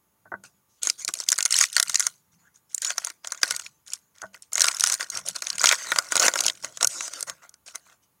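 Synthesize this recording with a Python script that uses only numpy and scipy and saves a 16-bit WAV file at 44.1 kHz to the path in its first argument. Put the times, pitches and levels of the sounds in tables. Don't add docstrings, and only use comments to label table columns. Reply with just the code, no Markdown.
import sys
import numpy as np
from scipy import signal
from scipy.fft import rfft, irfft, next_fast_len
from scipy.io import wavfile
from scipy.ndimage import uniform_filter1d, minimum_filter1d, map_coordinates

SR = 44100
rng = np.random.default_rng(int(sys.argv[2]) if len(sys.argv) > 2 else 0)


def generate_wav(signal):
    frames = np.transpose(np.atleast_2d(signal))
    scaled = np.clip(frames, -1, 1) * 32767
    pcm = np.round(scaled).astype(np.int16)
    wavfile.write(sys.argv[1], SR, pcm)


N = 361619
TIME = np.arange(N) / SR
TAPS = 1024
BINS = np.fft.rfftfreq(TAPS, 1 / SR)
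FLIP_S = .003

# (frequency [Hz], relative level [dB])
FLOOR_SPECTRUM = [(25, -22.5), (70, 8), (300, 2), (650, -4), (1100, 0), (1600, -6.5), (4500, -13),
                  (6700, -12), (8500, -11), (13000, -5)]
# (frequency [Hz], level [dB])
WHINE_TONES = [(883, -86), (1179, -87), (6718, -86), (10088, -84.5)]
# (frequency [Hz], relative level [dB])
FINGER_SPECTRUM = [(25, -22.5), (60, -13), (110, 5), (190, 5.5), (250, -9.5), (500, -32), (1500, -57)]
# (time [s], level [dB])
FINGER_PRESSES = [(.3, -60.5), (.46, -66), (1.09, -65.5), (1.9, -59), (2.08, -68), (2.36, -65.5),
                  (3.54, -65.5), (3.708, -70), (4.84, -63), (5.17, -56), (5.311, -58), (5.55, -58),
                  (5.66, -56), (5.939, -55), (6.16, -58), (6.45, -57), (6.65, -58.5), (6.86, -56.5),
                  (7.3, -61)]
# (time [s], level [dB], contact time [s])
TABLE_BUMPS = [(0.255, -51.5, 0.017), (0.318, -32, 0.0061), (.329, -39.5, 0.007), (0.339, -31.5, 0.007),
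               (4.227, -38, 0.009), (4.236, -34.5, 0.0092)]
# (frequency [Hz], relative level [dB], t60 [s])
TABLE_MODES = [(125, -21.5, 0.047), (195, -26.5, 0.4), (358, -9.5, 0.021), (632, -3.5, 0.025),
               (920, -6.5, 0.022), (1120, -8.5, 0.044), (1506, 1, 0.057), (1997, -13, 0.022)]
# (start [s], length [s], crackle [dB], flexing before pinch [dB])
CRUMPLES = [(0.433, 0.026, -48.5, -55), (0.684, 0.11, -68.5, -94), (0.816, 0.076, -33, -49.5),
            (0.978, 0.045, -39.5, -58.5), (1.07, 0.03, -42, -56.5), (1.144, 0.087, -38, -53),
            (1.263, 0.094, -38, -50), (1.377, 0.16, -44, -50), (1.502, 0.13, -20, -35.5),
            (1.713, 0.09, -35, -51), (1.849, 0.22, -35.5, -46), (2.314, 0.024, -60, -73),
            (2.381, 0.093, -71.5, -64), (2.539, 0.026, -56.5, -70), (2.691, 0.17, -55, -67),
            (2.812, 0.1, -31, -40.5), (2.952, 0.14, -45, -48.5), (3.233, 0.155, -47, -54),
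            (3.411, 0.15, -35.5, -42.5), (3.578, 0.087, -45.5, -53.5), (3.858, 0.095, -45, -55),
            (4.141, 0.12, -60, -60.5), (4.33, 0.022, -49, -47.5), (4.418, 0.02, -54, -84.5),
            (4.517, 0.067, -40, -43), (4.567, 0.13, -27, -33), (4.689, 0.085, -34.5, -43),
            (4.803, 0.14, -29, -37), (4.99, 0.039, -34, -34), (5.113, 0.077, -36.5, -40),
            (5.249, 0.046, -33.5, -46), (5.342, 0.025, -34, -44), (5.419, 0.14, -39, -48),
            (5.588, 0.15, -24.5, -30.5), (5.772, 0.14, -37.5, -38), (5.889, 0.1, -39, -40),
            (6.005, 0.09, -43, -46), (6.102, 0.087, -32, -35.5), (6.191, 0.069, -19, -20.5),
            (6.349, 0.13, -29, -38), (6.533, 0.26, -53.5, -64), (6.622, 0.033, -36.5, -40),
            (6.801, 0.017, -31, -33), (6.885, 0.19, -36, -47), (7.101, 0.11, -41.5, -46.5),
            (7.265, 0.029, -39.5, -38.5), (7.414, 0.034, -54.5, -48.5), (7.657, 0.04, -43.5, -53),
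            (7.736, 0.016, -44.5, -44.5), (7.848, 0.085, -60, -58), (8.015, 0.031, -66.5, -79)]
# (time [s], pinch from slack to taut [0-1], share of smooth sliding [0-1])
GRIP = [(1.1, 0, 0.65), (1.3, 0.58, 0.08), (1.6, 0.85, 0.26), (1.8, 1, 0), (2.05, 0.65, 0.46),
        (3.4, 0.46, 0.29), (3.9, 0.55, 0.29), (4.65, 0.39, 0.25), (4.92, 0.6, 0.38), (5.28, 0.14, 0.43),
        (5.64, 0.34, 0.23), (5.8, 0.73, 0.54), (6.24, 0.11, 0.52), (6.45, 0, 0.2), (6.95, 0.16, 0.77),
        (7.7, 0.23, 0.47)]
# (time [s], crack [dB], pop before pinch [dB], brightness of the crack [dB])
SNAPS = [(0.4384, -46, -47, 12), (0.8327, -20.5, -49, 8.5), (0.8523, -29, -44, 14), (0.872, -17, -32, 5.5),
         (0.8998, -15, -39, 1), (1.0489, -23.5, -48, 14.5), (1.0799, -21.5, -44.5, -3.5),
         (1.0879, -26.5, -28.5, 4.5), (1.1391, -22, -47.5, 6.5), (1.2022, -24, -37, 8),
         (1.2883, -13.5, -54.5, 4), (1.303, -24, -39, 11.5), (1.3196, -11.5, -28.5, 7),
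         (1.328, -16.5, -25.5, 5), (1.3809, -25, -44.5, 4), (1.3869, -19, -25, 8), (1.4067, -20.5, -33, -5),
         (1.4276, -18.5, -40.5, 10), (1.4537, -15, -38, 10), (1.4594, -17, -26.5, 0),
         (1.5363, -33, -33, -11.5), (1.5777, -24.5, -39.5, 1), (1.6115, -12.5, -19.5, 2),
         (1.6398, -16.5, -28.5, -10.5), (1.7663, -12.5, -17.5, 1), (1.7809, -21.5, -23.5, -1.5),
         (1.7996, -11, -18.5, 4), (1.8284, -15.5, -28, 9.5), (1.897, -21.5, -29, -1.5),
         (1.945, -19, -30, 7), (1.9566, -10, -42.5, -5.5), (1.9969, -16.5, -30, 12), (2.0052, -17, -27, 5),
         (2.026, -28, -43.5, -6.5), (2.068, -15.5, -26.5, 8.5), (2.747, -19.5, -56, 20),
         (2.7803, -27, -61, 1.5), (2.82, -24.5, -50, 10), (2.8479, -20.5, -40, -1.5),
         (2.905, -25, -27, -13), (2.9815, -19.5, -25, 2.5), (3.048, -22.5, -39.5, 12),
         (3.071, -27, -31.5, 8), (3.102, -34, -38.5, 3.5), (3.2472, -34, -34.5, -7.5),
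         (3.273, -27.5, -40.5, 0), (3.3216, -23.5, -30, 7), (3.3475, -40, -40.5, -9),
         (3.4325, -12.5, -16, -9.5), (3.509, -19, -24.5, 5), (3.5642, -25.5, -47, 13),
         (3.597, -30, -37.5, 0), (3.664, -34.5, -50, -16.5), (3.935, -23, -50.5, 8), (4.1838, -50, -63, -2),
         (4.2186, -34.5, -37.5, 2.5), (4.4232, -40, -76, 18), (4.5325, -22.5, -55, 16),
         (4.5552, -18, -33, 7), (4.5803, -20.5, -28.5, -4.5), (4.6071, -13.5, -31, 1),
         (4.6186, -7.5, -36.5, 4), (4.6434, -16.5, -23.5, -1), (4.6677, -22.5, -41, 10.5),
         (4.6848, -15.5, -27.5, -6), (4.7979, -22.5, -38, 7), (4.8082, -16, -58, 3.5),
         (4.839, -12, -20, -1), (4.8624, -22.5, -32, -5.5), (4.8725, -18, -30.5, 4),
         (4.8993, -20.5, -30.5, 1), (4.9233, -18.5, -34, 10), (4.9327, -25, -44, -4),
         (4.941, -19.5, -50, 11), (5.0084, -27.5, -26.5, -10), (5.0286, -29, -38, -6),
         (5.1018, -25.5, -51, 10), (5.1734, -24, -41, -1.5), (5.2864, -21.5, -55, 8.5),
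         (5.3627, -28, -36, -6.5), (5.4225, -25, -33.5, 4), (5.47, -23.5, -49, -9.5),
         (5.5023, -20.5, -44, -5.5), (5.5827, -25, -39.5, -1.5), (5.6415, -13.5, -12.5, -1.5),
         (5.6582, -11, -27, -1.5), (5.6717, -13.5, -28, -10), (5.6908, -11, -43.5, -8),
         (5.6997, -26.5, -30.5, -4.5), (5.7134, -16.5, -18.5, -21.5), (5.7266, -21.5, -14, -14),
         (5.919, -21.5, -14.5, -11.5), (5.961, -25, -22, -7), (5.987, -13, -16.5, 2.5),
         (6.1219, -19, -21.5, 1.5), (6.156, -17.5, -21.5, -2), (6.1671, -15.5, -23.5, 6),
         (6.1773, -20.5, -36.5, -10.5), (6.1977, -14, -37.5, 5.5), (6.2647, -16, -27.5, 0.5),
         (6.2822, -12, -14.5, -7), (6.3385, -22, -29, -3), (6.3574, -31, -21, 5), (6.3903, -21.5, -34, -5),
         (6.4075, -16.5, -39, 3.5), (6.4651, -14.5, -34, 0), (6.4821, -17, -41.5, -8.5),
         (6.4993, -22, -37, -18.5), (6.6464, -26, -32, -1.5), (6.7732, -31, -42.5, -5),
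         (6.8103, -24.5, -36.5, -11.5), (6.8289, -14.5, -24.5, -2), (6.8464, -12.5, -24.5, 1),
         (6.8725, -15.5, -43.5, 14), (7.008, -25, -31, -11), (7.0798, -31, -38, 10), (7.1362, -31, -41, 3),
         (7.2077, -28, -54, 13), (7.2278, -23, -38.5, 11), (7.298, -28, -35.5, -2.5), (7.494, -44, -72, 13),
         (7.5413, -46.5, -61, -1), (7.757, -29, -40, 7)]
# (frequency [Hz], relative level [dB])
CRACK_SPECTRUM = [(100, -78), (900, -40), (2000, -12), (2900, -7.5), (3800, -5), (4800, -3), (5700, 0),
                  (6600, 4.5), (7500, -2.5), (9000, -5.5), (11500, -15.5), (12500, -23.5), (16000, -28.5)]
# (frequency [Hz], relative level [dB])
POP_SPECTRUM = [(40, -54.5), (110, -25.5), (230, -18), (330, -4), (430, -10.5), (580, 0.5), (680, -2),
                (820, -9), (1100, -1.5), (1270, -1.5), (1450, 4.5), (1750, -8), (2100, -7.5), (3300, -30)]
# (frequency [Hz], gain [dB])
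PINCH_GAIN = [(250, -32), (620, -14.5), (850, -9), (1500, -3), (1980, 8.5), (2500, 0)]
# (frequency [Hz], t60 [s])
ROOM_DECAY = [(150, 1), (600, 0.24), (1500, 0.11), (4000, 0.036), (7000, 0.035), (14000, 0.43)]
# (delay [s], relative level [dB])
NEAR_ECHOES = [(.0021, -18), (.0043, -5.5), (0.01, -27.5), (0.017, -33)]


def amp(db):
    return 10 ** (np.asarray(db) / 20)


def unit(x):
    return x / np.sqrt(np.mean(x ** 2) + 1e-20)


def read(points, hz):
    f, value = np.transpose(points)
    return np.interp(np.log(hz + 1), np.log(f), value)


def curve(rows, at):
    s, *columns = np.transpose(rows)
    return [np.interp(at, s, column) for column in columns]


def add(mix, s, sound):
    part = mix[max(round(s * SR), 0):][:len(sound)]
    part += sound[:len(part)]


def noise(spectrum):
    size = next_fast_len(N)
    gain = amp(read(spectrum, np.fft.rfftfreq(size, 1 / SR)))
    return unit(irfft(rfft(rng.standard_normal(size)) * gain, size)[:N])


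def causal(db):
    log_gain = np.log(amp(np.concatenate([db, db[-2:0:-1]])))
    return np.fft.ifft(np.exp(np.conj(signal.hilbert(log_gain)))).real


def room_tone(floor_db=-69.5):
    whine = sum(amp(db) * unit(np.sin(2 * np.pi * (hz * TIME + rng.random()))) for hz, db in WHINE_TONES)
    return amp(floor_db) * noise(FLOOR_SPECTRUM) + whine


def fingers(rumble_db=-82, rumble_start_s=.2, swell_s=.035):
    presses = sum(amp(db) * np.exp(-abs(TIME - s) / swell_s) for s, db in FINGER_PRESSES)
    rumble = amp(rumble_db) * (TIME > rumble_start_s)
    return (presses + rumble) * noise(FINGER_SPECTRUM)


def table_bumps(scuff=0.12):
    bumps, t = np.zeros(N), np.arange(SR // 4) / SR
    ring = sum((-1) ** k * amp(db - 60 * t / t60) * np.sin(2 * np.pi * hz * t)
               for k, (hz, db, t60) in enumerate(TABLE_MODES))
    ring = signal.sosfilt(signal.butter(6, (70, 2100), "bandpass", fs=SR, output="sos"), ring)
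    for s, db, contact_s in TABLE_BUMPS:
        push = scuff * rng.standard_normal(TAPS) * np.exp(-t[:TAPS] / contact_s)
        push[0] += 1
        bump = signal.fftconvolve(push, ring)
        add(bumps, s, amp(db) * bump / np.std(bump[:TAPS // 2]))
    return bumps


def handling(rest_db=(-85, -88), attack_s=.012, build_db=2, release_s=.012,
             settle_db=-16.5, settle_db_per_s=132):
    power = np.outer(amp(rest_db) ** 2, np.ones(N))
    t = np.arange(SR) / SR
    settle = amp(settle_db)
    for start, length, *levels_db in CRUMPLES:
        press = np.minimum(t / attack_s, 1) * amp(build_db * (np.minimum(t / length, 1) - 1))
        after = np.maximum(t - length, 0)
        release = (1 - settle) * np.exp(-after / release_s) + settle * amp(-settle_db_per_s * after)
        for layer, db in zip(power, levels_db):
            add(layer, start, (amp(db) * press * release) ** 2)
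    return np.sqrt(power)


def buckle(colour_db, ripple_db, ripple_hz, settle_s, chatter, lead_s=0.00087):
    t = np.arange(TAPS) / SR - FLIP_S
    facet_db = ripple_db * np.interp(BINS / ripple_hz, np.arange(TAPS), rng.standard_normal(TAPS))
    slips = rng.standard_normal(TAPS) * np.exp(np.minimum(t / lead_s, -t / settle_s))
    push = chatter * slips / np.linalg.norm(slips)
    push[np.argmin(abs(t))] += rng.choice([-1, 1])
    sound = signal.fftconvolve(push, causal(colour_db + facet_db))[:TAPS]
    return sound / np.linalg.norm(sound)


def swish(spectrum, patch_db=5.5, patch_hz=330, patch_s=.04):
    hz, t, bands = signal.stft(noise(spectrum), SR, nperseg=512)
    grid = np.array(np.meshgrid(hz / patch_hz, t / patch_s, indexing="ij"))
    patches = map_coordinates(rng.standard_normal(bands.shape), grid, order=1, mode="wrap")
    bands *= amp(patch_db * unit(patches))
    return unit(signal.istft(bands, SR, nperseg=512)[1][:N])


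def crumple(spectrum, slide, per_s, spread_db, ripple_hz, settle_s, count=90):
    chance = per_s / SR
    size = amp(spread_db * np.minimum(rng.exponential(1, N), 3))
    size *= rng.random(N) < chance
    size /= np.sqrt(np.maximum(uniform_filter1d(size ** 2, size=1300), 0) + chance)
    buckles, colour_db = np.zeros(N), read(spectrum, BINS)
    facets = [buckle(colour_db, ripple_db=7.5, ripple_hz=ripple_hz, settle_s=settle_s, chatter=8.6)
              for _ in range(count)]
    choice = rng.integers(0, count, N)
    for at in np.flatnonzero(size):
        add(buckles, at / SR - FLIP_S, size[at] * facets[choice[at]])
    blend = (1 - slide) * unit(buckles) + slide * swish(spectrum)
    return blend / np.hypot(1 - slide, slide)


def snaps(centre_hz=6300):
    cracks, pops = np.zeros((2, N))
    span = np.sqrt(.005 * SR)
    tilt = np.clip(np.log((BINS + 1) / centre_hz), -1, .4)
    pop_colour = read(POP_SPECTRUM, BINS)
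    for s, crack_db, pop_db, bright_db in SNAPS:
        crack_colour = read(CRACK_SPECTRUM, BINS) + bright_db * tilt
        crack = buckle(crack_colour, ripple_db=3.5, ripple_hz=610, settle_s=.0015, chatter=4.5,
                       lead_s=.00072)
        pop = buckle(pop_colour, ripple_db=2.5, ripple_hz=320, settle_s=.0054, chatter=1.1,
                     lead_s=.00043)
        add(cracks, s - FLIP_S, span * amp(crack_db) * crack)
        add(pops, s - FLIP_S, span * amp(pop_db) * pop)
    return cracks, pops


def pinched(sheet):
    hz, t, bands = signal.stft(sheet, SR, nperseg=256, noverlap=192)
    pinch, _ = curve(GRIP, t)
    bands *= amp(read(PINCH_GAIN, hz)[:, None] * pinch)
    return signal.istft(bands, SR, nperseg=256, noverlap=192)[1][:N]


def foil_pack(flex_trim_db=0.5, rub_below_db=-54):
    crackle_gain, flex_gain = handling()
    _, grip_slide = curve(GRIP, TIME)
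    light_touch = (rub_below_db - 20 * np.log10(crackle_gain)) / 20
    slide = np.clip(np.maximum(grip_slide, light_touch), 0, 1)
    cracks, pops = snaps()
    crackle = crumple(CRACK_SPECTRUM, slide, per_s=520, spread_db=10.5, ripple_hz=606, settle_s=.0015)
    flex = crumple(POP_SPECTRUM, slide, per_s=350, spread_db=7, ripple_hz=264, settle_s=.00066)
    sheet = pops + amp(flex_trim_db) * flex_gain * flex
    return cracks + crackle_gain * crackle + pinched(sheet)


def small_room(direct, tail_db=-19, echo_db=-12.5, hollow_db=-9, hollow_hz=1455, hollow_t60=.14):
    hz, t, bands = signal.stft(rng.standard_normal(SR // 2), SR, nperseg=256)
    bands *= amp(-60 * t / read(ROOM_DECAY, hz)[:, None])
    tail = signal.istft(bands, SR, nperseg=256)[1]
    t = np.arange(len(tail)) / SR
    tail *= np.minimum(t / 0.0023, 1)
    fade = amp(-60 * t / hollow_t60)
    hollow = 2 * fade / fade.sum() * np.cos(2 * np.pi * hollow_hz * t)
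    response = amp(tail_db) * tail / np.linalg.norm(tail) + amp(hollow_db) * hollow
    for delay, db in NEAR_ECHOES:
        add(response, delay, amp([db + echo_db]))
    return direct + signal.oaconvolve(direct, response)[:N]


def scene():
    direct = foil_pack() + fingers() + table_bumps()
    return (small_room(direct) + room_tone())[None]


def record(dry, ceiling=0.94, cutoff_hz=16000):
    allowed = ceiling / np.maximum(abs(dry), ceiling)
    gain = uniform_filter1d(minimum_filter1d(allowed, size=41), size=41)
    lowpass = signal.firwin(301, cutoff_hz, window=("kaiser", 8), fs=SR)
    return signal.oaconvolve(dry * gain, lowpass[None], "same")


dry = scene()
out = record(dry)
generate_wav(out)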